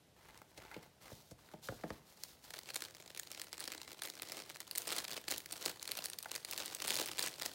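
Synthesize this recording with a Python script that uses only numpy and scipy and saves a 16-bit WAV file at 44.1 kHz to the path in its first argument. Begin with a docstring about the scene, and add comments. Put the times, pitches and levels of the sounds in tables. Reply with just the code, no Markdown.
"""Over soft room tone, a plastic folder is slid onto a wooden desk and opened: scrapes, hiss and flexes
are filtered noise, and knocks ring the wood. Then fingers pick at a thin clear sleeve: creases snap as
short noise cracks with ringing tones, wrinkles crackle as crowds of tiny bursts, film rubs as noise.
Held flat, the film rings the stack of pages; then it is lifted and turned over, the sheet billows, and
a fingertip knocks on the page. One microphone hangs above the desk in a quiet small room."""
import sys
import numpy as np
from scipy import signal
from scipy.fft import rfft, irfft, next_fast_len
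from scipy.io import wavfile

SR = 44100
rng = np.random.default_rng(int(sys.argv[2]) if len(sys.argv) > 2 else 0)


def unload_wav(signal):
    """Save mono or channel-first audio to the path in sys.argv[1] as 16-bit WAV at rate SR, clipped to [-1, 1]."""
    wavfile.write(
        sys.argv[1],
        SR,
        np.round(np.clip(np.atleast_2d(signal).T, -1, 1) * 32767).astype(np.int16),
    )


N = 332514
TIME = np.arange(N) / SR
RING = np.arange(4096) / SR  # time inside one short sound, s

# Room tone. Each row: pitch in Hz, relative level in dB per Hz.
AIR = [(25, -30), (64, 4), (145, 5.5), (277, -2), (714, -3.5), (1100, -12.5), (3920, -13.5), (7110, -17.5),
       (14800, -22), (16000, -45)]
AIR_DB = -68.5  # average level of the room tone
# The cover is pushed over the desk and swung open, then the hand strokes the first page.
# Each row: start in seconds, length in seconds, scrape in dB, hiss in dB (both before trims).
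SLIDES = [(0.164, 0.21, -63, -72), (0.482, 0.053, -72.5, -75), (0.568, 0.2, -59, -70.5),
          (0.808, 0.049, -69, -75), (1.01, 0.072, -59, -62), (1.12, 0.14, -77, -68.5),
          (1.384, 0.14, -66, -69.5), (1.622, 0.053, -64.5, -55), (1.763, 0.21, -63.5, -69),
          (2.06, 0.057, -70, -68), (2.17, 0.17, -67, -64), (2.432, 0.062, -62.5, -60.5)]
# Each slide starts, gathers pace and comes to rest.
# One row: attack in seconds, gathering in dB, release in dB per second.
SLIDE_SHAPE = (0.016, 2.45, 161)
# Colours of the scraping and the hissing. Each row: pitch in Hz, relative level in dB per Hz.
SCRAPE_COLOUR = [(60, 6.5), (140, -2), (300, 0), (750, 1), (1900, -4.5), (3500, -8), (8000, -20.5)]
HISS_COLOUR = [(1000, -17), (4000, 4), (8000, -2.5), (16000, -4)]
# What the cover rings at. Each row: pitch in Hz, width in Hz, level in dB.
COVER = [(877, 100, 2.5), (1550, 240, -4.5), (2070, 110, 6)]
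# The stiff cover flexing and tapping, and last a fingertip knocking on the page.
# Each row: time in seconds, level in dB before a gain, centre in Hz, 60 dB fading time in seconds.
FLEXES = [(0.3755, -58.5, 6450, .012), (0.4175, -54, 520, .012), (0.576, -53.5, 4470, 0.054),
          (0.714, -50, 940, 0.083), (0.743, -50.5, 2300, 0.03), (1.31, -57, 5800, 0.066),
          (6.2578, -44, 650, 0.021)]
# The folder bumping the desk. Each row: time in seconds, level in dB before a gain,
# centre of the blow in Hz, thud in dB, contact clack in dB (both relative to the blow).
KNOCKS = [(0.581, -56, 600, 2, -13), (0.762, -45, 360, -3, -25), (1.117, -50.5, 360, 7, -9),
          (1.313, -51.5, 372, 5, -11), (1.537, -43, 480, -22, -9.5), (1.687, -39, 480, 5, -3),
          (1.721, -46, 650, -13, -18), (1.837, -36, 423, -26, -13), (1.904, -42, 400, -5, -1)]
# The desk with the folder on it.
# Each row: typical pitch in Hz, relative level in dB, 60 dB fading time in seconds.
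DESK = [(142, 4.5, 0.17), (220, 0, 0.1), (316, 1, 0.06), (424, 2, 0.04), (506, 2.5, 0.045),
        (620, -0.5, 0.059), (704, 0, 0.05), (850, -1, 0.036), (1470, -8, 0.031)]
# The loudest creases buckling.
# Each row: time in seconds, level in dB before a gain, treble minus middle in dB (partly applied).
SNAPS = [(2.2361, -41, 4), (2.5051, -45.5, -19), (2.589, -44, -10), (2.704, -43, -22), (2.7432, -42, 1),
         (2.7585, -38.5, 2), (2.762, -37, -15), (2.8215, -38.5, -13.5), (2.9487, -50, -24.5),
         (3.148, -48.5, -18), (3.1748, -44.5, -8), (3.1965, -38.5, -5.5), (3.3156, -45, 0),
         (3.4164, -41, -3), (3.5294, -41.5, -19), (3.6, -47, 11), (3.6047, -43, -4), (3.6403, -45, 1),
         (3.677, -39, -19), (4.0203, -38.5, -15.5), (4.035, -43.5, 9), (4.0582, -46, 10), (4.1004, -44, -1),
         (4.2206, -39, -5), (4.3199, -40, -14), (4.4995, -43.5, -21), (4.5593, -46.5, -29),
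         (4.6032, -42, -3.5), (4.7117, -39.5, -7), (4.7523, -41.5, -3), (4.7584, -40, -2),
         (4.7813, -32, 11), (4.8779, -40.5, 3), (4.9643, -41, -5), (4.9834, -37.5, -7), (5.2854, -42, 7),
         (5.3125, -35, 21), (5.3216, -34, -23), (5.3798, -38.5, 6), (5.4594, -44, -16), (5.5224, -43, 8),
         (5.526, -40, -3), (5.66, -32, -6), (5.6954, -40.5, -9), (5.828, -42.5, 6), (5.8767, -40, -14),
         (5.9173, -36, -5), (5.973, -40.5, 5), (6.041, -42, -2), (6.0569, -37, 1), (6.0997, -44, 0),
         (6.133, -42.5, -10), (6.1874, -40.5, 6), (6.227, -44, 19), (6.3157, -39, -6), (6.352, -40, -2),
         (6.3603, -38, -10), (6.4485, -40, -1), (6.5113, -39, 7), (6.5777, -38.5, 2), (6.6595, -41.5, 3),
         (6.7487, -38, 5), (6.8788, -35, -1), (6.8875, -45, -4), (6.9051, -32.5, -8), (6.9427, -38.5, -2),
         (6.9553, -38.5, 3), (6.9655, -38, -9), (7.0595, -40, -1.5), (7.193, -33.5, -11), (7.2253, -38, 1),
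         (7.2283, -38, 6), (7.2624, -39.5, -10), (7.2751, -40, -8), (7.4209, -36.5, -17.5),
         (7.4607, -37, -2.5)]
# Colours of the snaps and the film. Each row: pitch in Hz, relative level in dB per Hz.
SNAP_COLOUR = [(100, -29.5), (330, -4), (700, -6.5), (1150, -9.5), (2100, -0.5), (2800, -4.5), (4400, 4),
               (6300, 0.5), (9000, 3.5), (12000, -2), (16000, -0.5)]
FILM_COLOUR = [(60, -18.5), (160, -6.5), (330, 5), (700, 5), (1150, 1), (2100, -1), (4500, 0.5), (6300, -4),
               (9000, -5), (12000, -9.5), (16000, -7)]
# The fingers pick at the sleeve, then tug it up and turn it over.
# Each row: start in seconds, length in seconds, level at full bend in dB.
PULLS = [(2.53, 0.019, -53), (2.647, 0.05, -55), (2.726, 0.11, -52.5), (3.007, 0.084, -60),
         (3.291, 0.095, -56), (3.575, 0.049, -51.5), (3.658, 0.068, -53.5), (3.76, 0.16, -57),
         (4.014, 0.037, -50.5), (4.116, 0.091, -58.5), (4.207, 0.18, -51), (4.427, 0.068, -57.5),
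         (4.715, 0.12, -51.5), (4.843, .15, -45), (5.068, 0.092, -47.5), (5.27, 0.046, -43.5),
         (5.498, 0.14, -50), (5.631, 0.024, -42), (5.802, 0.22, -51), (6.257, 0.1, -53.5),
         (6.454, 0.16, -47.5), (6.627, 0.1, -49.5), (6.785, 0.062, -46.5), (6.867, .13, -41),
         (7.032, 0.074, -48), (7.162, 0.096, -44.5), (7.32, 0.1, -52.5), (7.439, 0.016, -45.5)]
# Each pull grips, tightens and lets go.
# One row: attack in seconds, tightening in dB, release in dB per second.
PULL_SHAPE = (0.018, 5.5, 186)
# The hand keeps a light hold on the film that firms as the sleeve comes free.
# One row: start in seconds, level in dB at the start, firming in dB per second.
HOLD = (2.6, -63.3, 0.35)
# What the sleeve lying on the stack of pages rings at. Each row: pitch in Hz, width in Hz, level in dB.
STACK = [(363, 92, 9.5), (2090, 170, 6), (4000, 240, 2)]


def undb(db):
    """Turn decibels into a gain."""
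    return np.exp(np.asarray(db) * np.log(10) / 20)


def unit(x):
    """Scale to an average (rms) level of 1."""
    return x / np.sqrt(np.mean(x ** 2))


def unit_energy(x):
    """Scale a short sound so that its squares add up to 1."""
    return x / np.sqrt(np.sum(x ** 2))


def add(track, s, sound):
    """Mix a sound into a track at time s."""
    i = max(int(s * SR), 0)
    track[i:i + len(sound)] += sound[:max(N - i, 0)]


def fade(t, t60):
    """Die away exponentially, 60 dB down after t60 seconds."""
    return np.exp(-np.log(1000) * t / t60)


def walk(rate):
    """Wander along straight lines between random points, rate points per second."""
    points = rng.standard_normal(N)
    return np.interp(TIME * rate, np.arange(N), points)


def padded_size(x):
    """Even, fast transform size with room for a short filter tail."""
    return next_fast_len((len(x) + len(RING)) // 2, True) * 2


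def colour(x, points):
    """Filter to a spectrum of (Hz, dB) points without echoing early; white noise keeps its power."""
    hz, db = np.transpose(points)
    size = padded_size(x)
    log_hz = np.log(np.fft.rfftfreq(size, 1 / SR) + 1)
    gain = unit(undb(np.interp(log_hz, np.log(hz), db)))
    # folding the cepstrum makes the filter respond only after its input
    cepstrum = irfft(np.log(gain))
    cepstrum[1:size // 2] *= 2
    cepstrum[size // 2 + 1:] = 0
    return irfft(rfft(x, size) * np.exp(rfft(cepstrum)))[:len(x)]


def disperse(x, lag_s, knee_hz):
    """Bending waves run slower at low pitch, so the lows of a click come late."""
    size = padded_size(x)
    hz = np.fft.rfftfreq(size, 1 / SR)
    phase = 2 * np.pi * lag_s * knee_hz * np.log(1 + hz / knee_hz)
    return irfft(rfft(x, size) * np.exp(-1j * phase))[:len(x)]


def resonate(x, modes):
    """Broad resonances side by side, each a peak filter."""
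    return sum(undb(db) * signal.lfilter(*signal.iirpeak(hz, hz / width, fs=SR), x)
               for hz, width, db in modes)


def stroke(start, length, shape):
    """Loudness of one hand movement: a quick start, a steady build to full force, a release."""
    attack_s, build_db, release_db_per_s = shape
    grip = np.clip((TIME - start) / attack_s + .5, 0, 1)
    to_go = np.clip(1 - (TIME - start) / length, 0, 1)
    overtime = np.maximum(TIME - start - length, 0)
    return grip * undb(-build_db * to_go - release_db_per_s * overtime)


def wrinkles(rate, spread_db, t60=0.0098, patchy_db=4.0):
    """A crowd of tiny buckles, each a short burst with its own size and colour; rate per second may move."""
    hit = rng.random(N) < rate / SR
    size_db = spread_db * np.minimum(rng.standard_exponential(N), 2)
    edges = [30, 900, 1800, 3200, 5500, 9000, 17000]  # band edges, Hz
    out = np.zeros(N)
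    for band in zip(edges, edges[1:]):
        band_db = size_db + patchy_db * rng.uniform(-1.7, 1.7, N)
        energy = hit * undb(band_db) ** 2 / rate
        # energy is amplitude squared, hence the 2
        lingering = signal.lfilter([1], [1, -fade(2 / SR, t60)], energy + 1e-18)
        burst = np.sqrt(lingering) * rng.standard_normal(N)
        out += signal.sosfilt(signal.butter(1, band, "band", fs=SR, output="sos"), burst)
    return unit(out)


def air():
    """Steady room tone with a soft low rumble, made of coloured noise."""
    return undb(AIR_DB) * unit(colour(rng.standard_normal(N), AIR))


def cover(grit_db=2, scrape_db=-4.5, ring_db=-9):
    """The stiff cover scrapes with a little grit that rings it, and its smooth face hisses."""
    grit = wrinkles(200, spread_db=4.5)
    drag, glide = np.zeros((2, N))
    for s, length, low_db, high_db in SLIDES:
        movement = stroke(s, length, SLIDE_SHAPE)
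        drag += undb(low_db) * movement
        glide += undb(high_db) * movement
    scrape = (rng.standard_normal(N) + undb(grit_db) * grit) * undb(scrape_db) * drag
    scrape = colour(scrape, SCRAPE_COLOUR)
    flutter = undb(-0.4 + 3.7 * walk(59))
    hiss = (rng.standard_normal(N) + .5 * grit) * flutter * glide
    return scrape + undb(ring_db) * resonate(scrape, COVER) + colour(hiss, HISS_COLOUR)


def flexes(gain_db=26, width_octaves=0.84, dry_db=-8, spill_db=-22):
    """Cover flexes, taps and the fingertip knock: short noise rattles, with the cover's ring, around one pitch."""
    out, t = np.zeros(N), np.arange(SR // 4) / SR
    hz = np.geomspace(100, 16000, 24)
    for s, db, centre_hz, t60 in FLEXES:
        rattle = rng.standard_normal(len(t)) * fade(t, t60)
        octaves_off = np.log2(hz / centre_hz)
        hump = np.exp(-.5 * (octaves_off / width_octaves) ** 2) + undb(spill_db)
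        ringing = resonate(rattle, COVER) + undb(dry_db) * rattle
        flex = colour(ringing, np.transpose([hz, 20 * np.log10(hump)]))
        add(out, s, undb(db + gain_db) * unit_energy(flex))
    return out


def knocks(gain_db=6, width_octaves=1.0, rattle_db=-15, rattle_t60=0.09,
           thud_hz=112, thud_t60=0.066, clack_t60=0.02):
    """Each bump rings the desk around its own pitch, over a low thud; the loose pages rattle with it."""
    out, t = np.zeros(N), np.arange(SR // 2) / SR
    hz, mode_db, t60 = np.array(DESK).T[:, :, None]
    for s, db, centre_hz, thud_db, clack_db in KNOCKS:
        # each spot on the desk favours other modes
        nearness = np.exp(-.5 * (np.log2(hz / centre_hz) / width_octaves) ** 2)
        weight = undb(mode_db) * nearness * rng.choice([-1, 1], hz.shape)
        pitch = hz * (1 + 0.037 * rng.standard_normal(hz.shape))
        modes = weight * np.sin(2 * np.pi * pitch * t) * fade(t, t60)
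        ring = modes.sum(axis=0) / np.sqrt(np.sum(weight ** 2))
        pages, contact = rng.standard_normal((2, len(t)))
        rattle_colour = [(40, -16), (centre_hz / 4, -2), (centre_hz * 0.55, 0),
                         (centre_hz * 3, -17), (16000, -50)]
        rattle = colour(pages * fade(t, rattle_t60), rattle_colour)
        thud = .5 * np.sin(2 * np.pi * thud_hz * t) * fade(t, thud_t60)
        body = ring + undb(rattle_db) * rattle + undb(thud_db) * thud
        body = disperse(body, lag_s=0.02394, knee_hz=55.2)
        clack_colour = [(400, -4), (1600, 3.5), (2200, -6.5), (3000, -10), (16000, -30)]
        clack = colour(contact * fade(t, clack_t60), clack_colour)
        add(out, s, undb(db + gain_db) * (body + undb(clack_db) * clack))
    return out


def buckle(crack_t60=0.0044, shiver_db=-12, facet_db=-16, panel_hz=4500, panel_octaves=0.11,
           panel_db=-10, panel_spread_db=3, panel_t60=0.0065):
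    """One crease flips: a stuttering crack, its ringing facet, a taut panel whose pitch varies snap to snap."""
    crack, shiver = rng.standard_normal((2, len(RING)))
    tension, coupling, looseness = rng.standard_normal(3)
    # the crack is noise with a second, weaker burst 20 to 129 samples later
    stutter = np.roll(fade(RING, crack_t60), rng.integers(20, 130)) * rng.random() ** 2
    crack = crack * (fade(RING, crack_t60 * 2 ** (looseness / 2)) + stutter)
    shiver = shiver * fade(RING, .02)
    facet_hz = 1600 * 1.65 ** (np.arange(4) + rng.random(4))[:, None]
    facet_modes = rng.standard_normal((4, 1)) * np.sin(2 * np.pi * facet_hz * RING)
    facet = facet_modes.sum(axis=0) * fade(RING, .008)
    taut_hz = panel_hz * 2 ** (panel_octaves * tension)
    panel = np.sin(2 * np.pi * taut_hz * RING) * fade(RING, panel_t60)
    snap = crack + undb(shiver_db) * shiver + undb(facet_db) * facet
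    snap = snap + undb(panel_db + panel_spread_db * coupling) * panel
    snap[0] = 2 * rng.choice([-1, 1])  # sharp first click, up or down
    return unit_energy(snap)


def snaps(gain_db=25, tilt_share=0.33, even_db=1, big_db=-37.5, lead_s=0.0052, lead_db=-7):
    """Each crease snaps with its own listed brightness, and loud ones give way in two steps."""
    out = np.zeros(N)
    for s, db, bright_db in SNAPS:
        tilt = tilt_share * (bright_db - even_db)
        # each step: how early in seconds, level in dB
        steps = [(0, 0), (lead_s, lead_db)] if db > big_db else [(0.00012, 0)]
        for early_s, step_db in steps:
            snap = colour(buckle(), [(1500, -tilt), (9000, tilt)])
            add(out, s - early_s, undb(db + gain_db + step_db) * snap)
    return colour(out, SNAP_COLOUR)


def bend():
    """How hard the sleeve is bent: the strongest pull of the moment, or the light hold if that is stronger."""
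    hold_s, hold_db, firming = HOLD
    hold = undb(hold_db + firming * (TIME - hold_s)) * (TIME > hold_s)
    pulls = [undb(db) * stroke(s, length, PULL_SHAPE) for s, length, db in PULLS]
    return np.max([hold] + pulls, axis=0)


def sleeve(effort, crackle_db=2, crisp_db=1.95, rub_db=-5.5, stack_db=0.5, billow_db=-20,
           press_s=2.8, settle_s=0.89, lift_s=4.6):
    """Harder bending flips more wrinkles and louder ones; film rubs on film with an uneven grip."""
    rate = np.maximum(200 * (effort / undb(-52)) ** .55, 90)  # wrinkles per second
    crackle = wrinkles(rate, spread_db=7.2)
    rub = undb(rub_db + 4 * walk(150)) * rng.standard_normal(N)
    crisp = colour(crackle, [(900, -crisp_db), (3000, crisp_db)])
    film = colour((undb(crackle_db) * crisp + rub) * effort, FILM_COLOUR)
    # pressed flat, the film sets the pages ringing; lifted clear, the whole sheet billows
    lifted = np.clip((TIME - lift_s) / 0.32 + .5, 0, 1)
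    weight = np.clip((TIME - press_s) / settle_s, 0, 1) * (1 - lifted)
    press = (.5 * crackle + rng.standard_normal(N)) * effort * weight
    pressed = undb(stack_db) * resonate(press, STACK)
    billow_colour = [(40, -17), (140, -6), (300, -18), (3000, -73)]
    billow = colour(rng.standard_normal(N) * effort * lifted, billow_colour)
    return film + pressed + undb(billow_db) * billow


def room(x, wet_db=-13, t60=0.37):
    """A small furnished room returns a short, duller tail of fading noise."""
    t = np.arange(SR // 2) / SR
    tail = rng.standard_normal(len(t)) * fade(t, t60) * np.clip(t / 0.0011, 0, 1)
    tail = colour(tail, [(200, 6.5), (4000, -1.0), (16000, 1.0)])
    return x + undb(wet_db) * signal.oaconvolve(x, unit_energy(tail))[:N]


def scene():
    """Folder and sleeve on the desk, heard in the room."""
    folder = cover() + flexes() + knocks()
    film = disperse(snaps() + sleeve(bend()), lag_s=0.01218, knee_hz=118.3)
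    return (room(folder + film) + air())[None]


def record(dry):
    """The recorder thins the deep bass below 56 Hz and cuts the top above 15950 Hz."""
    thin = signal.sosfilt(signal.butter(4, 56, "high", fs=SR, output="sos"), dry)
    return signal.sosfilt(signal.ellip(10, .2, 70, 15950, fs=SR, output="sos"), thin)


dry = scene()
out = record(dry)
unload_wav(out)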